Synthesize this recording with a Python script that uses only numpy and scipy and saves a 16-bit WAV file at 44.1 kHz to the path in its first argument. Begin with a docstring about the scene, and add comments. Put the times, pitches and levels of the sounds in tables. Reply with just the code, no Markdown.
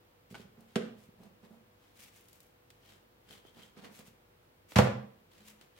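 """Boning ribs in a quiet kitchen

A knife clicks on bone, meat flops onto a wooden board, gloved hands rub and peel it, and a rack of ribs
is dropped on the worktop, one edge first. Wood and steel are sums of decaying modes driven by a contact
push; slaps, tears, rubbing and squelches are shaped noise. The hard-walled room answers the work with a
decaying noise tail, over still air and a faint mains and appliance hum."""
import sys
import numpy as np
from scipy import signal
from scipy.fft import rfft, irfft
from scipy.io import wavfile
from scipy.ndimage import uniform_filter1d

SR = 44100
rng = np.random.default_rng(int(sys.argv[2]) if len(sys.argv) > 2 else 0)


def waveform_to_disk(signal):
    """Save audio, clipped to [-1, 1], as 16-bit WAV at the path in sys.argv[1]."""
    frames = np.transpose(np.atleast_2d(signal))
    scaled = np.clip(frames, -1, 1) * 32767
    samples = np.round(scaled).astype(np.int16)
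    wavfile.write(sys.argv[1], SR, samples)


N = 255339
TIME = np.arange(N) / SR  # s
RING = TIME[:SR // 2]  # the half second given to each single sound, s

# vibration modes of the wooden board: [hz, level_db, t60_s]
BOARD_MODES = [(122, -21, 0.76), (184, -14, 0.04), (223, 2, 0.045), (229, -4, 0.068), (401, 0.5, 0.071),
               (435, -9, 0.12), (493, -3.5, 0.1), (633, -11, 0.15)]
# blade clicks on bone, each of which also splits wet flesh: [start_s, level_db]
BONE_CLICKS = [(.3445, -47.5), (.352, -44.5)]
# spectrum of a wet glove or of wet fibres parting: [hz, level_db]
WET_SPECTRUM = [(400, 3), (1000, 1.5), (1650, 2), (2400, 3), (4000, 2), (5500, -2.5), (9000, -6.5),
                (16000, -11)]
# a glove takes hold and slides, squeak relative to rub: [middle_s, length_s, level_db, squeak_db]
GLOVE_GRIPS = [(0.38, 0.084, -63.5, -11), (0.72, 0.063, -70.5, -15), (1.862, 0.1, -72, -10),
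               (2.904, 0.12, -65, -9), (3.335, 0.078, -58.5, -1.5), (3.477, 0.043, -67.5, 2),
               (3.618, 0.1, -64, -2.5), (5.389, 0.11, -65.5, -14), (5.629, 0.051, -68, -12),
               (5.79, 0.05, -65.5, -12)]
# wet meat peels off blade, bone or glove: [middle_s, length_s, level_db]
MEAT_PEELS = [(0.319, 0.021, -60), (1.02, 0.08, -68.5), (2.026, 0.083, -56.5), (2.173, 0.066, -62.5),
              (2.329, 0.23, -70), (3.975, 0.085, -59.5), (4.075, 0.039, -62), (4.721, 0.042, -58),
              (5.488, 0.05, -57.5)]
# the hand bears down, skid relative to squelch: [middle_s, length_s, level_db, skid_db]
HAND_PRESSES = [(0.609, 0.06, -60, -13.5), (1.238, 0.07, -57, -11.5), (1.452, 0.04, -59.5, -6.5),
                (1.541, 0.068, -60, -20), (3.314, .025, -62.5, -4), (3.595, 0.05, -59.5, -1),
                (3.786, 0.03, -55, -2.5), (3.852, 0.05, -55.5, 0.5), (3.913, 0.046, -61.5, -10),
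                (4.011, 0.035, -59, -1)]


def undb(db):
    """Amplitude ratio of a level in decibels."""
    return 10 ** (np.asarray(db) / 20)


def unit(x):
    """Normalization to a root-mean-square value of 1."""
    return x / np.sqrt(np.mean(x ** 2))


def along(points, hz):
    """Linear interpolation of (hz, value) points on a logarithmic frequency axis."""
    point_hz, value = np.transpose(points)
    return np.interp(np.log(hz + 1), np.log(point_hz), value)


def causal(x, log_gain):
    """Minimum-phase filtering by the folded cepstrum: nothing sounds before its cause."""
    size = x.shape[-1]
    cepstrum = irfft(log_gain, size)
    cepstrum[..., 1:size // 2] *= 2
    cepstrum[..., size // 2:] = 0
    response = np.exp(rfft(cepstrum))
    return irfft(rfft(x) * response, size)


def colour(x, points, tilt=0):
    """Spectral shaping by a response curve plus a tilt in dB per octave about 1 kHz."""
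    hz = np.fft.rfftfreq(x.shape[-1], 1 / SR)
    octaves = np.log2(np.maximum(hz, 500) / 1000)  # the tilt stops below 500 Hz
    gain_db = along(points, hz) + tilt * octaves
    return causal(x, np.log(undb(gain_db)))


def low_cut(x, hz):
    """Third-order high-pass: a small surface radiates little at long wavelengths."""
    return signal.sosfilt(signal.butter(3, hz, "high", fs=SR, output="sos"), x)


def pair(size, alike):
    """Partial coherence: left and right white noise with the correlation `alike`."""
    c = np.clip(alike, 0, 1)
    shared = rng.standard_normal(size)
    separate = rng.standard_normal((2, size))
    return np.sqrt(c) * shared + np.sqrt(1 - c) * separate


def walk(rate, size=N):
    """Slow modulation: random values with a spread near 1, `rate` per second, joined by lines."""
    steps = rng.standard_normal(size // 20)
    return np.interp(TIME[:size] * rate, np.arange(len(steps)), steps)


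def add(out, s, sound):
    """Superposition of a sound from time s onward."""
    i = int(s * SR)
    out[:, i:i + sound.shape[-1]] += sound[..., :N - i]


def swell(length):
    """A rounded envelope centred in the half second; `length` spans its points at 61 % of the peak."""
    return np.exp(-np.abs(2 * (RING - RING.mean()) / length) ** 2.24 / 2)


def strokes(moves):
    """Amplitude envelopes of movements (middle_s, length_s, level_db, sound): each swells and fades."""
    out = np.zeros((2, N))
    for s, length, db, sound in moves:
        add(out, s - RING.mean(), undb(db) * swell(length) * sound)
    return out


def strike(modes, contact_ms):
    """Modal excitation by a push; a longer, softer contact leaves only the low modes."""
    ring = np.zeros(len(RING))
    for hz, db, t60 in modes:
        ring += undb(db - 60 * RING / t60) * np.sin(2 * np.pi * hz * RING)
    ms = RING * 1000
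    push = ms * np.exp(-2 * np.pi * ms / max(contact_ms, .1))
    return signal.fftconvolve(ring, push / push.sum())[:len(RING)]


def splat(spectrum, tilt, decay_ms, alike):
    """Aperiodic radiation as air and juice leave a wet contact: a dying crackle without pitch."""
    fade = np.exp(-RING * 1000 / decay_ms)
    burst = pair(len(RING), alike) * fade
    power = uniform_filter1d(np.abs(rfft(burst)) ** 2, size=60)
    even = causal(burst, -np.log(power) / 2)  # flatten before colouring
    return unit(colour(even, spectrum, tilt)) * np.sqrt(np.mean(fade ** 2))


def rub(spectrum, tilt=0):
    """Friction noise of a sliding wet contact, tilted in dB per octave."""
    return unit(colour(pair(len(RING), alike=0.2), spectrum, tilt))


def diffuse(x):
    """Spectral smoothing of a noise tail, so that no chance resonance stands out."""
    power = uniform_filter1d(np.abs(rfft(x)) ** 2, size=21)
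    return causal(x, -np.log(power / power.mean()) / 2)


def background():
    """Ambient noise, coherent between the sides in the bass, and hum of wavering level and phase."""
    # spectrum of the still air: [hz, level_db]
    air_spectrum = [(45, -9), (75, 0), (115, 2.5), (200, -2.5), (480, -4), (650, -8), (900, -9.5),
                    (1600, -14), (3000, -17.5), (6500, -27.5), (10000, -28.5), (15500, -22)]
    # mains and appliance hum, mean level: [hz, level_db]
    hum_tones = [(49, -77.5), (98, -74.5), (344.5, -80), (490, -74), (10896, -100)]
    air_db = -65  # rms over both sides
    mid, side = pair(N, alike=0)
    side = low_cut(side, hz=286) + 0.3 * side
    air = low_cut(colour(np.array([mid + side, mid - side]), air_spectrum), hz=40)
    hum = np.zeros(N)
    for hz, db in hum_tones:
        level = undb(db + 1.5 * walk(3.8))
        hum += level * np.sin(2 * np.pi * hz * TIME + 0.66 * walk(4.4))
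    return undb(air_db) * unit(air) + hum


def kitchen(dry, wet_db, build_s, apart_hz):
    """Reverberation: a dense tail loses its treble first; long waves reach both sides alike."""
    # reverberation time: [hz, t60_s]
    room_t60 = [(100, 0.44), (1200, 0.44), (3000, 0.44), (6000, 0.36), (12000, 0.26)]
    # spectrum of the echo: [hz, level_db]
    echo_spectrum = [(100, -3), (220, 2.5), (300, 3), (450, 4.5), (800, -0.5), (1400, 1.5), (3000, -2),
                     (15000, -4)]
    hz, t, cells = signal.stft(pair(int(.7 * SR), alike=0), SR, nperseg=256)
    fade = undb(-60 * t / along(room_t60, hz)[:, None])
    echoes = signal.istft(cells * fade, SR)[1]
    build = 1 - np.exp(-(TIME[:echoes.shape[1]] / build_s) ** 2)
    mid, side = colour(diffuse(echoes * build), echo_spectrum)
    side = low_cut(side, apart_hz)
    tail = np.array([mid + side, mid - side])
    return undb(wet_db) * signal.fftconvolve(dry, tail, axes=1)[:, :N]


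def faint_tone(s, length, hz, db):
    """A pure tone under a smooth envelope: low and faint, it swells and fades."""
    return strokes([(s, length, db, np.sin(2 * np.pi * hz * RING))])


def board_bumps():
    """Soft-contact excitation of the board as it is bumped in the work and pushed by each press."""
    # bumps as the knife works and the meat is moved: [start_s, level_db]
    nudges = [(0.31, -43.5), (0.326, -40.5), (0.377, -44.5), (.398, -42), (0.453, -46.5), (1.088, -47.5),
              (4.079, -49)]
    push_db = 3.5  # relative to the squelch of the press
    out = np.zeros((2, N))
    bump = strike(BOARD_MODES, contact_ms=4.8)
    push = strike(BOARD_MODES, contact_ms=2.14)
    for s, db in nudges:
        add(out, s, undb(db) * bump)
    for s, length, db, _ in HAND_PRESSES:
        add(out, s - length / 2, undb(db + push_db) * push)
    return low_cut(out, hz=108)


def wet_tacks():
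    """Adhesion release: short wet crackles as meat and gloves come unstuck."""
    # tilt in dB per octave: [start_s, level_db, tilt_db]
    tacks = [(.607, -59.5, 6.5), (1.235, -60, 5), (2.703, -52, 1), (3.451, -50, -8.5), (3.991, -53, 4),
             (4.72, -43.5, -3), (5.612, -51.5, 0)]
    out = np.zeros((2, N))
    for s, db, tilt in tacks:
        add(out, s, undb(db) * splat(WET_SPECTRUM, tilt, decay_ms=5, alike=0.22))
    return low_cut(out, hz=108)


def squelch():
    """Collapse of small air pockets under wet meat: a dull, lumpy gurgle."""
    # spectrum of the air pockets: [hz, level_db]
    pockets = [(70, -21.5), (140, 3.5), (220, 13.5), (310, -10), (500, -2), (1000, -9.5), (3000, -31)]
    pops = pair(len(RING), alike=.8) * undb(3.5 * walk(500, size=len(RING)))
    return unit(colour(pops, pockets))


def squelches():
    """Compression of wet meat by every movement: a press fully, a grip or a peel only lightly."""
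    # squelch relative to the level of each movement, dB
    kinds = [(HAND_PRESSES, 0), (GLOVE_GRIPS, -10), (MEAT_PEELS, -14)]
    moves = []
    for rows, squeeze_db in kinds:
        for s, length, db, *_ in rows:
            moves.append((s, length, db + squeeze_db, squelch()))
    return strokes(moves)


def squeak():
    """Stick-slip of taut rubber: narrow-band chatter, stretched a little differently in each grip."""
    # spectrum of the squeak before stretching: [hz, level_db]
    squeak_band = [(2400, -38), (2950, -1), (3150, 6.5), (3500, -5), (4500, -19)]
    slips = pair(len(RING), alike=.3) * undb(5.5 * walk(260, size=len(RING)))
    stretch = np.exp(.025 * rng.standard_normal())
    return unit(colour(slips, [(hz * stretch, db) for hz, db in squeak_band]))


def gloves():
    """Sliding friction in tiny uneven slips: grips squeak, peels hiss and presses skid dully."""
    # bright hiss of peeling: [hz, level_db]
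    peel_spectrum = [(500, -2.5), (1500, 1.5), (2300, 6.5), (3200, 4.5), (4500, 1.5), (7000, 1),
                     (11000, -1.5), (16000, -2.5)]
    moves = []
    for s, length, db, squeak_db in GLOVE_GRIPS:
        moves.append((s, length, db, rub(WET_SPECTRUM, tilt=-0.12) + undb(squeak_db) * squeak()))
    for s, length, db in MEAT_PEELS:
        moves.append((s, length, db, rub(peel_spectrum)))
    for s, length, db, skid_db in HAND_PRESSES:
        moves.append((s, length, db + skid_db, rub(WET_SPECTRUM, tilt=-2.8)))
    slip_db = 2 * walk(110) + 3.2 * walk(1200)
    return low_cut(strokes(moves) * undb(slip_db), hz=131)


def tearing():
    """Fracture as the loin leaves the ribs: fine fibres tick at uneven gaps, thick strands snap."""
    # strands of membrane snapping: [start_s, level_db]
    snaps = [(2.285, -53), (2.33, -51.5), (2.404, -51)]
    # span of the pull: start_s, end_s
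    tear_span = (2.13, 2.47)
    fibres_per_s = 40
    loudest_db, range_db = -53.5, 12  # fibres fall up to the range below the loudest
    out = np.zeros((2, N))
    for s, db in snaps:
        add(out, s, undb(db) * splat(WET_SPECTRUM, tilt=6.5, decay_ms=3.9, alike=0.13))
    for s in np.arange(*tear_span, 1 / fibres_per_s):
        db = loudest_db - range_db * rng.random()
        tick = splat(WET_SPECTRUM, tilt=11, decay_ms=2.3, alike=0.22)
        add(out, s + rng.random() / fibres_per_s, undb(db) * tick)
    return out


def flesh_cuts():
    """Rupture of wet flesh: a short crackle with each click of the blade."""
    cut_db = -0.5  # relative to the click
    out = np.zeros((2, N))
    for s, db in BONE_CLICKS:
        add(out, s, undb(db + cut_db) * splat(WET_SPECTRUM, tilt=-3.5, decay_ms=10, alike=0.27))
    return low_cut(out, hz=108)


def blade():
    """Modal ringing of steel after a brief, hard contact with bone."""
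    # modes of blade against bone: [hz, level_db, t60_s]
    blade_modes = [(903, 0, 0.034), (1170, -6, 0.042), (1515, 3, 0.05), (2225, 1.5, 0.047),
                   (2850, -1, 0.042), (3570, -22, 0.017)]
    out = np.zeros((2, N))
    for s, db in BONE_CLICKS:
        add(out, s, undb(db) * strike(blade_modes, contact_ms=0.36))
    return out


def landings(blows, modes, slap_spectrum, lowest_hz):
    """Impact of a soft body: the wood thuds in its modes and the wet face slaps."""
    out = np.zeros((2, N))
    for s, thud_db, contact_ms, slap_db, decay_ms, tilt in blows:
        add(out, s, -undb(thud_db) * strike(modes, contact_ms))
        add(out, s, undb(slap_db) * splat(slap_spectrum, tilt, decay_ms, alike=0.12))
    return low_cut(out, lowest_hz)


def meat_flop():
    """Impact of limp meat on the board, exciting board modes and a wet slap."""
    # tilt in dB per octave: [start_s, thud_db, contact_ms, slap_db, slap_decay_ms, slap_tilt_db]
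    flops = [(.7572, -47, 2.2, -28.5, 7.6, -1), (.7612, -22, 1.44, -30.5, 8.3, -7)]
    # spectrum of the slap: [hz, level_db]
    meat_spectrum = [(80, -13), (560, 1.5), (800, -10), (1200, -5), (1600, -1), (2300, -5), (3100, -1.5),
                     (5000, -10.5), (9000, -16.5), (16000, -30)]
    return landings(flops, BOARD_MODES, meat_spectrum, lowest_hz=162)


def rack_drop():
    """Successive impacts of the rack of ribs, one edge first, exciting the worktop modes."""
    # tilt in dB per octave: [start_s, thud_db, contact_ms, slap_db, slap_decay_ms, slap_tilt_db]
    drops = [(4.758, -34.5, 3.6, -23, 30, -0.5), (4.7625, -15, 4.5, -27, 18, -1),
             (4.7855, -37.5, 1.9, -19.5, 7.2, 0.5), (4.7885, -14.5, 1.02, -13.5, 9.6, -6.5),
             (4.872, -42, 2, -27, 2.4, -4.5)]
    # modes of the worktop: [hz, level_db, t60_s]
    worktop_modes = [(107.3, -7.5, 0.34), (126.8, -3.5, 0.25), (155.3, -12.5, .22), (191.4, -3, 0.12),
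                     (208.6, -4.5, .22), (238, -10.5, 0.2), (378, -10, 0.1), (444, -10.5, 0.11),
                     (498.3, -6.5, 0.14), (669, -6, 0.14), (838, -12.5, 0.088), (933, -14, 0.093),
                     (1180, -12, 0.069)]
    # spectrum of the slap: [hz, level_db]
    rib_spectrum = [(70, -28), (150, -7.5), (310, -11.5), (450, 1.5), (750, 4), (1400, 0), (2200, -2.5),
                    (3200, -5.5), (6500, -13.5), (9000, -20), (16000, -26.5)]
    return landings(drops, worktop_modes, rib_spectrum, lowest_hz=86)


def scene():
    """Superposition of direct sound, just in front of the microphone, with room and background."""
    # level of the work area, left minus right: [hz, level_db]
    balance = [(60, -1), (200, -3.5), (380, -3.5), (700, -3.5), (2400, 0), (5500, 3.5)]
    blade_room_db = -7  # the thin blade sends little into the room
    dry = board_bumps() + wet_tacks() + squelches() + gloves() + tearing() + flesh_cuts()
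    dry = dry + meat_flop() + rack_drop()
    steel = blade()
    to_room = dry + undb(blade_room_db) * steel
    sound = dry + steel + kitchen(to_room, wet_db=-35.5, build_s=0.015, apart_hz=422)
    left = colour(sound[0], [(hz, db / 2) for hz, db in balance])
    right = colour(sound[1], [(hz, -db / 2) for hz, db in balance])
    tone = faint_tone(s=5.485, length=0.13, hz=211.5, db=-60)
    return np.array([left, right]) + tone + background()


def record(dry):
    """Band limitation: the recorder cuts steeply above 15850 Hz."""
    return signal.sosfilt(signal.ellip(10, .1, 70, 15850, fs=SR, output="sos"), dry)


dry = scene()
out = record(dry)
waveform_to_disk(out)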